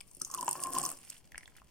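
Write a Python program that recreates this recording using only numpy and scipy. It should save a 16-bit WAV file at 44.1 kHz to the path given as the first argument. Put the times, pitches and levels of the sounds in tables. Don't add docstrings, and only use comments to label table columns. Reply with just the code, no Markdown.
import sys
import numpy as np
from scipy import signal
from scipy.fft import rfft, irfft
from scipy.io import wavfile
from scipy.ndimage import uniform_filter1d

SR = 44100
rng = np.random.default_rng(int(sys.argv[2]) if len(sys.argv) > 2 else 0)


def transcribe(signal):
    frames = np.atleast_2d(signal).T
    limited = np.clip(frames, -1, 1)
    pcm = np.round(limited * 32767).astype(np.int16)
    wavfile.write(sys.argv[1], SR, pcm)


def field_ratio(decibels):
    return 10 ** (np.asarray(decibels, dtype=float) / 20)


N = 74970
t = np.arange(N) / SR
RELEASE_S = 0.93

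# (centre [Hz], width [Hz], level [dB])
FILM_MODES = [(2800, 320, -9.5), (5340, 840, -4), (7200, 310, -6.5), (8340, 140, -10), (8870, 1020, -1),
              (8870, 1600, -1), (11100, 6200, -18), (12500, 1200, -13), (14440, 920, -18.5)]
# (centre [Hz], width [Hz], level [dB])
CREAM_MODES = [(145, 22, -1), (262, 26, 0), (357, 18, 2), (470, 30, -7), (577, 36, -3)]


def unit(x):
    return x / np.sqrt(np.mean(x ** 2))


def ring(x, hz, width_hz):
    return signal.lfilter(*signal.iirpeak(min(hz, 0.45 * SR), hz / width_hz, fs=SR), x)


def body(x, modes):
    return sum((-1) ** k * field_ratio(db) * ring(x, hz, w) for k, (hz, w, db) in enumerate(modes))


def highpass(x, hz, order):
    return signal.lfilter(*signal.butter(order, hz, "high", fs=SR), x)


def wander(length, samples):
    return unit(uniform_filter1d(rng.standard_normal(length), size=samples))


def add(out, at_s, peak_db, x):
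    i = max(int(at_s * SR), 0)
    out[i:i + len(x)] += (field_ratio(peak_db) * x / np.abs(x).max())[:N - i]


def grains(per_s, scatter_db):
    chance, sign, size = rng.random((3, N))
    size_db = np.minimum(-scatter_db * np.log(size + 1e-9), 24)
    return (chance < per_s / SR) * np.sign(sign - 0.5) * field_ratio(size_db)


def effort(column):
    # (time [s], film creasing [dB], cream flow [dB], cup ring [Hz])
    squeeze = [(0, -66.5, -74.5, 1148), (.18, -58.5, -90, 1160), (.26, -48.5, -68.5, 1150),
               (.34, -49.5, -58, 1206), (.42, -47.5, -47, 957), (.52, -42, -53.5, 1000),
               (.6, -44.5, -46, 1140), (.7, -44, -47, 1080), (.77, -36.5, -37.5, 1123),
               (.87, -37.5, -45.5, 1086), (.93, -47, -51, 1134), (.97, -53.5, -64, 1095),
               (1.18, -56, -81.5, 1035), (1.23, -79, -81, 1025), (1.38, -69, -76, 1004),
               (1.7, -75, -78, 1020)]
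    rows = np.array(squeeze)
    return np.interp(t, rows[:, 0], rows[:, column])


def damped_rings(table, rough_db):
    out, u = np.zeros(N), t[:4096]
    push_s = 0.00018
    for s, db, hz, t60_ms in table:
        t60_s = t60_ms / 1e3
        push = u / push_s * np.exp(-u / push_s)
        wake = np.exp(-u / (t60_s / 3)) * rng.standard_normal(len(u))
        width_hz = np.log(1000) / np.pi / t60_s
        sound = ring(push + field_ratio(rough_db) * wake, hz, width_hz)
        add(out, s, db, ring(sound, hz, 0.76 * hz))
    return out


def kitchen():
    # (frequency [Hz], density [dB per Hz])
    hush = [(12, 6.5), (20, -15), (198, -10), (255, -15.5), (759, -22), (1480, -34.5), (4060, -52),
            (6180, -53.5), (16000, -43.5)]
    level_db, like_below_hz = -65.5, 200
    f = np.fft.rfftfreq(N, 1 / SR) + 1
    hz, db = np.array(hush).T
    gain = field_ratio(np.interp(np.log(f), np.log(hz), db))
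    mid, side = rfft(rng.standard_normal((2, N))) * gain
    side = side * np.clip(f / like_below_hz / 4 + 50 / f, 0, 1)
    return field_ratio(level_db) * irfft(np.array([mid + side, mid - side]), N) / np.std(irfft(mid, N))


def crackle():
    level_db, per_s, scatter_db, flurry_db, lull_db = -7.5, 2000, 0.5, 3.65, 3
    out, lull = 0, lull_db * wander(N, 400)
    for mode in FILM_MODES:
        flurry = flurry_db * wander(N, 500)
        out = out + field_ratio(flurry + lull) * body(grains(per_s, scatter_db), [mode])
    return field_ratio(effort(column=1) + level_db) * unit(out)


def bubbles():
    # (centre [Hz], width [Hz], level [dB])
    cup_modes = [(701, 52, -10), (797, 36, -8.5), (1300, 240, -17.5), (1800, 200, -27.5)]
    level_db, per_s, scatter_db, air_t60_s = -5.5, 1200, 1.5, 0.045
    wall_from_s, wall_db = 0.42, 27.5
    drops = grains(per_s, scatter_db)
    turn = np.exp(2j * np.pi * np.cumsum(effort(column=3)) / SR)
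    decay = np.exp(-np.log(1000) / air_t60_s / SR)
    air = (turn * signal.lfilter([1], [1, -decay], drops / turn)).imag
    opening = np.clip((t - wall_from_s) / 0.07 + 1, 0.1, 1)
    wall = field_ratio(wall_db) * body(unit(drops) * opening, cup_modes)
    return field_ratio(effort(column=2) + level_db) * (unit(air) + wall)


def squelch():
    level_db, follow, rest_db, cut_hz = -6.5, 0.88, -56.5, 131
    smooth_db = uniform_filter1d(effort(column=2), size=1500)
    slips = highpass(unit(body(grains(250, 1.27), CREAM_MODES)), cut_hz, 2)
    return slips * field_ratio(rest_db + level_db + follow * (smooth_db - rest_db))


def snaps():
    # (time [s], peak [dB], ring [Hz])
    early_snaps = [(0.0054, -40, 5080), (0.0094, -37, 9290), (0.0766, -50, 9300), (0.1125, -46.5, 8600),
                   (0.133, -51.5, 10700), (0.1481, -39.5, 9100), (0.1679, -41, 9700), (0.1986, -41, 8870),
                   (0.2163, -24, 9000), (0.2157, -27.5, 6160), (0.248, -25, 6240), (0.3001, -41, 6050),
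                   (0.3002, -41, 9200), (0.325, -46, 8900), (0.3136, -27, 6660), (0.339, -26, 6730),
                   (0.3463, -28.5, 8850), (0.3754, -34, 8700), (0.381, -36, 6400), (0.3903, -39, 9900),
                   (0.409, -32, 6900), (0.4276, -27.5, 8340), (0.4589, -33.5, 7950), (0.4654, -31.5, 8340),
                   (0.4792, -27.5, 6830), (0.49, -22, 8370), (0.5105, -21, 8300), (0.5286, -26.5, 8870),
                   (0.5554, -39.5, 7450), (0.602, -32.5, 8800), (0.615, -35.5, 8700), (0.648, -33, 8800)]
    # (time [s], peak [dB], ring [Hz])
    late_snaps = [(0.626, -32, 8600), (0.6358, -21.5, 8870), (0.6692, -31, 8200), (0.7017, -46, 9000),
                  (0.734, -29, 8380), (0.749, -30, 8400), (0.7792, -33, 8200), (0.784, -21, 8480),
                  (0.798, -28.5, 8700), (0.815, -26.5, 8050), (0.829, -23, 8400), (0.851, -21, 6020),
                  (0.844, -60, 8460), (0.873, -42, 11600), (0.8616, -23, 8470), (0.8897, -29.5, 7860),
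                  (0.9011, -31, 9100), (0.915, -35, 8900), (0.9245, -35, 7550), (0.9538, -51, 8900),
                  (0.9874, -41, 9340), (1.014, -48, 8500), (1.031, -50, 9900), (1.1673, -47.5, 9600),
                  (1.049, -45.5, 8800), (1.1013, -33, 8470), (1.254, -54.5, 8140), (1.318, -59, 8300),
                  (1.3783, -33.5, 8880), (1.379, -35.5, 5500), (1.441, -55, 9400), (1.513, -62, 9100),
                  (1.476, -49, 7650), (1.565, -52.5, 9800), (1.5858, -60, 9500)]
    rise_s, burst_s, tail_s, tail_db = 0.00099, 0.0015, 0.0029, -7
    width_hz, film_db, patch_db = 950, -9, 7
    out, u = np.zeros(N), t[:2048]
    decay = np.exp(-(u / burst_s) ** 2) + field_ratio(tail_db) * np.exp(-u / tail_s)
    shape = (1 - np.exp(-u / rise_s)) * decay
    for s, db, hz in early_snaps + late_snaps:
        burst = shape * rng.standard_normal(len(u))
        offsets = patch_db * rng.standard_normal(len(FILM_MODES))
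        patch = [(f, w, g + d) for (f, w, g), d in zip(FILM_MODES, offsets)]
        crease = ring(ring(burst, hz, width_hz), hz, 2 * width_hz)
        add(out, s, db, unit(crease) + field_ratio(film_db) * unit(body(burst, patch)))
    return out


def ticks():
    # (time [s], peak [dB], ring [Hz])
    tick_table = [(0.0054, -42.5, 3250), (0.0094, -40.5, 2290), (0.386, -38, 3040), (0.4794, -32.5, 2730),
                  (0.5536, -42, 2660), (0.6598, -37.5, 2700), (0.7959, -36, 2950), (1.3198, -42.5, 2060),
                  (1.3452, -36, 1770), (1.3564, -37, 2200), (1.3791, -33.5, 1950), (1.4087, -48, 2130),
                  (0.366, -48, 2770), (0.5345, -55, 2660), (0.5949, -41.5, 2800), (0.7285, -44, 2850),
                  (0.7494, -40.5, 2980), (0.764, -41, 2900), (0.7785, -36, 2920), (0.8359, -46.5, 2680),
                  (1.076, -50.5, 2760), (1.121, -46, 2800), (1.128, -47, 3050), (1.1658, -49, 3100),
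                  (1.521, -57, 1660), (1.553, -53, 2270), (1.5646, -49.5, 1680), (1.5832, -48.5, 1850),
                  (1.598, -55.5, 2660), (1.4318, -43, 1880), (1.457, -41.5, 3480), (1.4777, -43, 1800)]
    t60_ms, body_hz, body_db = 4, 990, -14.5
    clicks = [(s, db, hz, t60_ms) for s, db, hz in tick_table]
    dull = [(s, db + body_db, body_hz, t60_ms) for s, db, hz in tick_table]
    return damped_rings(clicks, rough_db=-7) + damped_rings(dull, rough_db=-14)


def pops():
    # (time [s], peak [dB], ring [Hz], t60 [ms])
    pop_table = [(0.113, -64.5, 999, 34), (0.213, -42.5, 1300, 22), (0.27, -50, 1120, 7.6),
                 (0.299, -43.5, 1090, 24), (0.326, -46, 1070, 45), (0.348, -37, 1163, 25),
                 (0.339, -37, 1120, 23), (0.376, -40, 1080, 36), (0.427, -35, 978, 37),
                 (0.4797, -22, 945, 25), (0.4797, -29, 1130, 10), (0.554, -31.5, 1052, 13),
                 (0.593, -43, 1070, 25), (0.67, -36, 1078, 24), (0.282, -52, 1200, 8.2),
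                 (0.78, -32.5, 1070, 27), (0.914, -40, 1158, 15), (1.618, -47, 1200, 6.4)]
    return damped_rings(pop_table, rough_db=-14)


def thuds():
    # (time [s], peak [dB])
    knocks = [
        (.168, -51.5),
        (0.216, -45),
        (0.481, -47.5),
        (.78, -56),
        (1.344, -65.5),
        (1.61, -63.5),
    ]
    table_hz, table_width_hz = 60.7, 8.1
    out, u = np.zeros(N), t[:8192]
    push = u * np.exp(-u / 0.00031)
    for s, db in knocks:
        if s > RELEASE_S:
            knock = ring(push, table_hz, table_width_hz)
        else:
            knock = body(push, CREAM_MODES)
        add(out, s, db, knock)
    return out


def cracks():
    # (time [s], peak [dB], low edge [Hz])
    crack_table = [(0.2133, -36, 4800), (.2485, -45, 5030), (.3398, -28, 4100), (.347, -25, 3070),
                   (0.41, -27.5, 5630), (0.4457, -31, 9000), (0.6012, -35, 4500), (.704, -36.5, 9000),
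                   (0.7514, -25, 3000), (.8515, -34, 4680), (1.0997, -33, 4270), (.4797, -32, 1500),
                   (0.5294, -28.5, 9000), (0.9013, -32, 8000), (.9155, -35, 7000), (1.3186, -43.5, 2500),
                   (1.379, -43, 2500), (1.457, -57, 4000), (1.479, -48.5, 2500), (1.566, -48.5, 8000)]
    click_s, echo_s = 0.00023, 0.0013
    out, u = np.zeros(N), t[:512]
    late = np.maximum(u - echo_s, 0)
    shape = np.exp(-u / click_s) + (late > 0) * np.exp(-late / (2 * click_s))
    for s, db, low_hz in crack_table:
        band = signal.butter(2, [low_hz, 15000], "band", fs=SR)
        burst = signal.lfilter(*band, shape * rng.standard_normal(len(u)))
        add(out, s, db, burst + ring(burst, 5900, 2500))
    return out


def swells():
    # (crest time [s], peak [dB], ring [Hz], half length [ms])
    swell_table = [(0.395, -34, 996.4, 10.3), (.412, -43, 990, 7), (0.431, -35, 1005, 4.9),
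                   (0.629, -41.5, 1060, 6.4), (0.654, -35, 1073, 4.3), (0.686, -42.5, 1054, 35),
                   (.72, -44, 1060, 9.8), (0.749, -32, 1075, 6.4), (.769, -26, 1046, 4.8),
                   (.806, -44.5, 1090, 3.9), (.839, -32, 1074, 4.5), (.856, -37, 1064, 4.6),
                   (.868, -33.5, 1110, 2)]
    wobble = 0.01
    half_s = 2048 / SR
    out, u = np.zeros(N), t[:4096] - half_s
    for s, db, hz, half_ms in swell_table:
        pitch_hz = hz * (1 + wobble * wander(len(u), 200))
        tone = np.sin(2 * np.pi * np.cumsum(pitch_hz) / SR)
        length_s = half_ms / 1e3 * np.where(u > 0, 0.8, 1.2)
        add(out, s - half_s, db, tone * np.exp(-(u / length_s) ** 2))
    return out


def peel():
    # (centre [Hz], width [Hz], level [dB])
    peel_modes = [(2300, 1400, 1), (3100, 3900, 6), (5600, 3800, -12.5), (9100, 2100, 0.5)]
    level_db, flurry_db = -56, 4.5
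    shape = np.interp(t, [RELEASE_S, RELEASE_S + 0.059, 1.15, 1.215], [0.13, 0.4, 0.79, 0.16])
    for at_s, length_s, db in [(0.9, 0.016, 1.5), (1.58, 0.021, -12.5)]:
        shape = shape + field_ratio(db) * np.exp(-((t - at_s) / length_s) ** 2)
    rustle = 0
    for mode in peel_modes:
        flurry = field_ratio(flurry_db * wander(N, 300))
        rustle = rustle + flurry * body(grains(1700, 2.05), [mode])
    return field_ratio(level_db) * shape * unit(rustle)


def ports(x, pan_db, lag_s):
    f = np.minimum(np.fft.rfftfreq(N, 1 / SR), 9500)
    turn = np.exp(2j * np.pi * f * lag_s)
    return np.array([x * field_ratio(pan_db / 2), irfft(rfft(x) * turn, N) * field_ratio(-pan_db / 2)])


def film_width(film):
    level_db, above_hz = -3, 3240
    side = field_ratio(level_db) * wander(N, 30) * highpass(film, above_hz, 1)
    return side * np.array([[1], [-1]])


def room(x):
    t60_s, level_db, top_hz, gap_s = 0.17, -13, 7560, 0.002
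    u = t[:SR // 2]
    tail = signal.lfilter(*signal.butter(1, top_hz, fs=SR), rng.standard_normal((2, len(u))))
    tail = tail * field_ratio(-60 * u / t60_s) * (u > gap_s)
    tail = tail / np.sqrt((tail ** 2).sum(axis=1, keepdims=True))
    return field_ratio(level_db) * signal.fftconvolve(x[None], tail, axes=1)[:, :N]


def scene():
    # (time [s], left minus right [dB])
    hands = [
        (0.0, 9.0),
        (0.364, -2.5),
        (0.524, -1),
        (0.984, 1),
        (1.092, -4.5),
        (1.25, 3),
        (1.5, -2),
        (1.542, 1),
        (1.7, 0),
    ]
    lag_s = -2.4e-5
    film = crackle() + snaps() + ticks() + cracks() + peel()
    cup = bubbles() + pops() + swells()
    cream = squelch() + thuds()
    film_pan_db = np.interp(t, *np.array(hands).T)
    direct = ports(film, film_pan_db, lag_s) + ports(cup, 3, lag_s) + ports(cream, -2.9, 6 * lag_s)
    return direct + film_width(film) + room(film + cup + cream) + kitchen()


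def roll_off(x):
    return signal.sosfilt(signal.butter(12, 16400, fs=SR, output="sos"), x)


def record(dry):
    bass_db, air_db, dip_share, top_hz = 5.5, 3.5, 0.62, 15900
    bass = (field_ratio(bass_db) - 1) * ring(dry, 45, 60)
    air = (field_ratio(air_db) - 1) * ring(dry, 14500, 4000)
    dip = dip_share * ring(dry, 3850, 650)
    top = signal.ellip(6, 0.5, 35, top_hz, fs=SR, output="sos")
    return roll_off(signal.sosfilt(top, dry + bass + air - dip))


dry = scene()
out = record(dry)
transcribe(out)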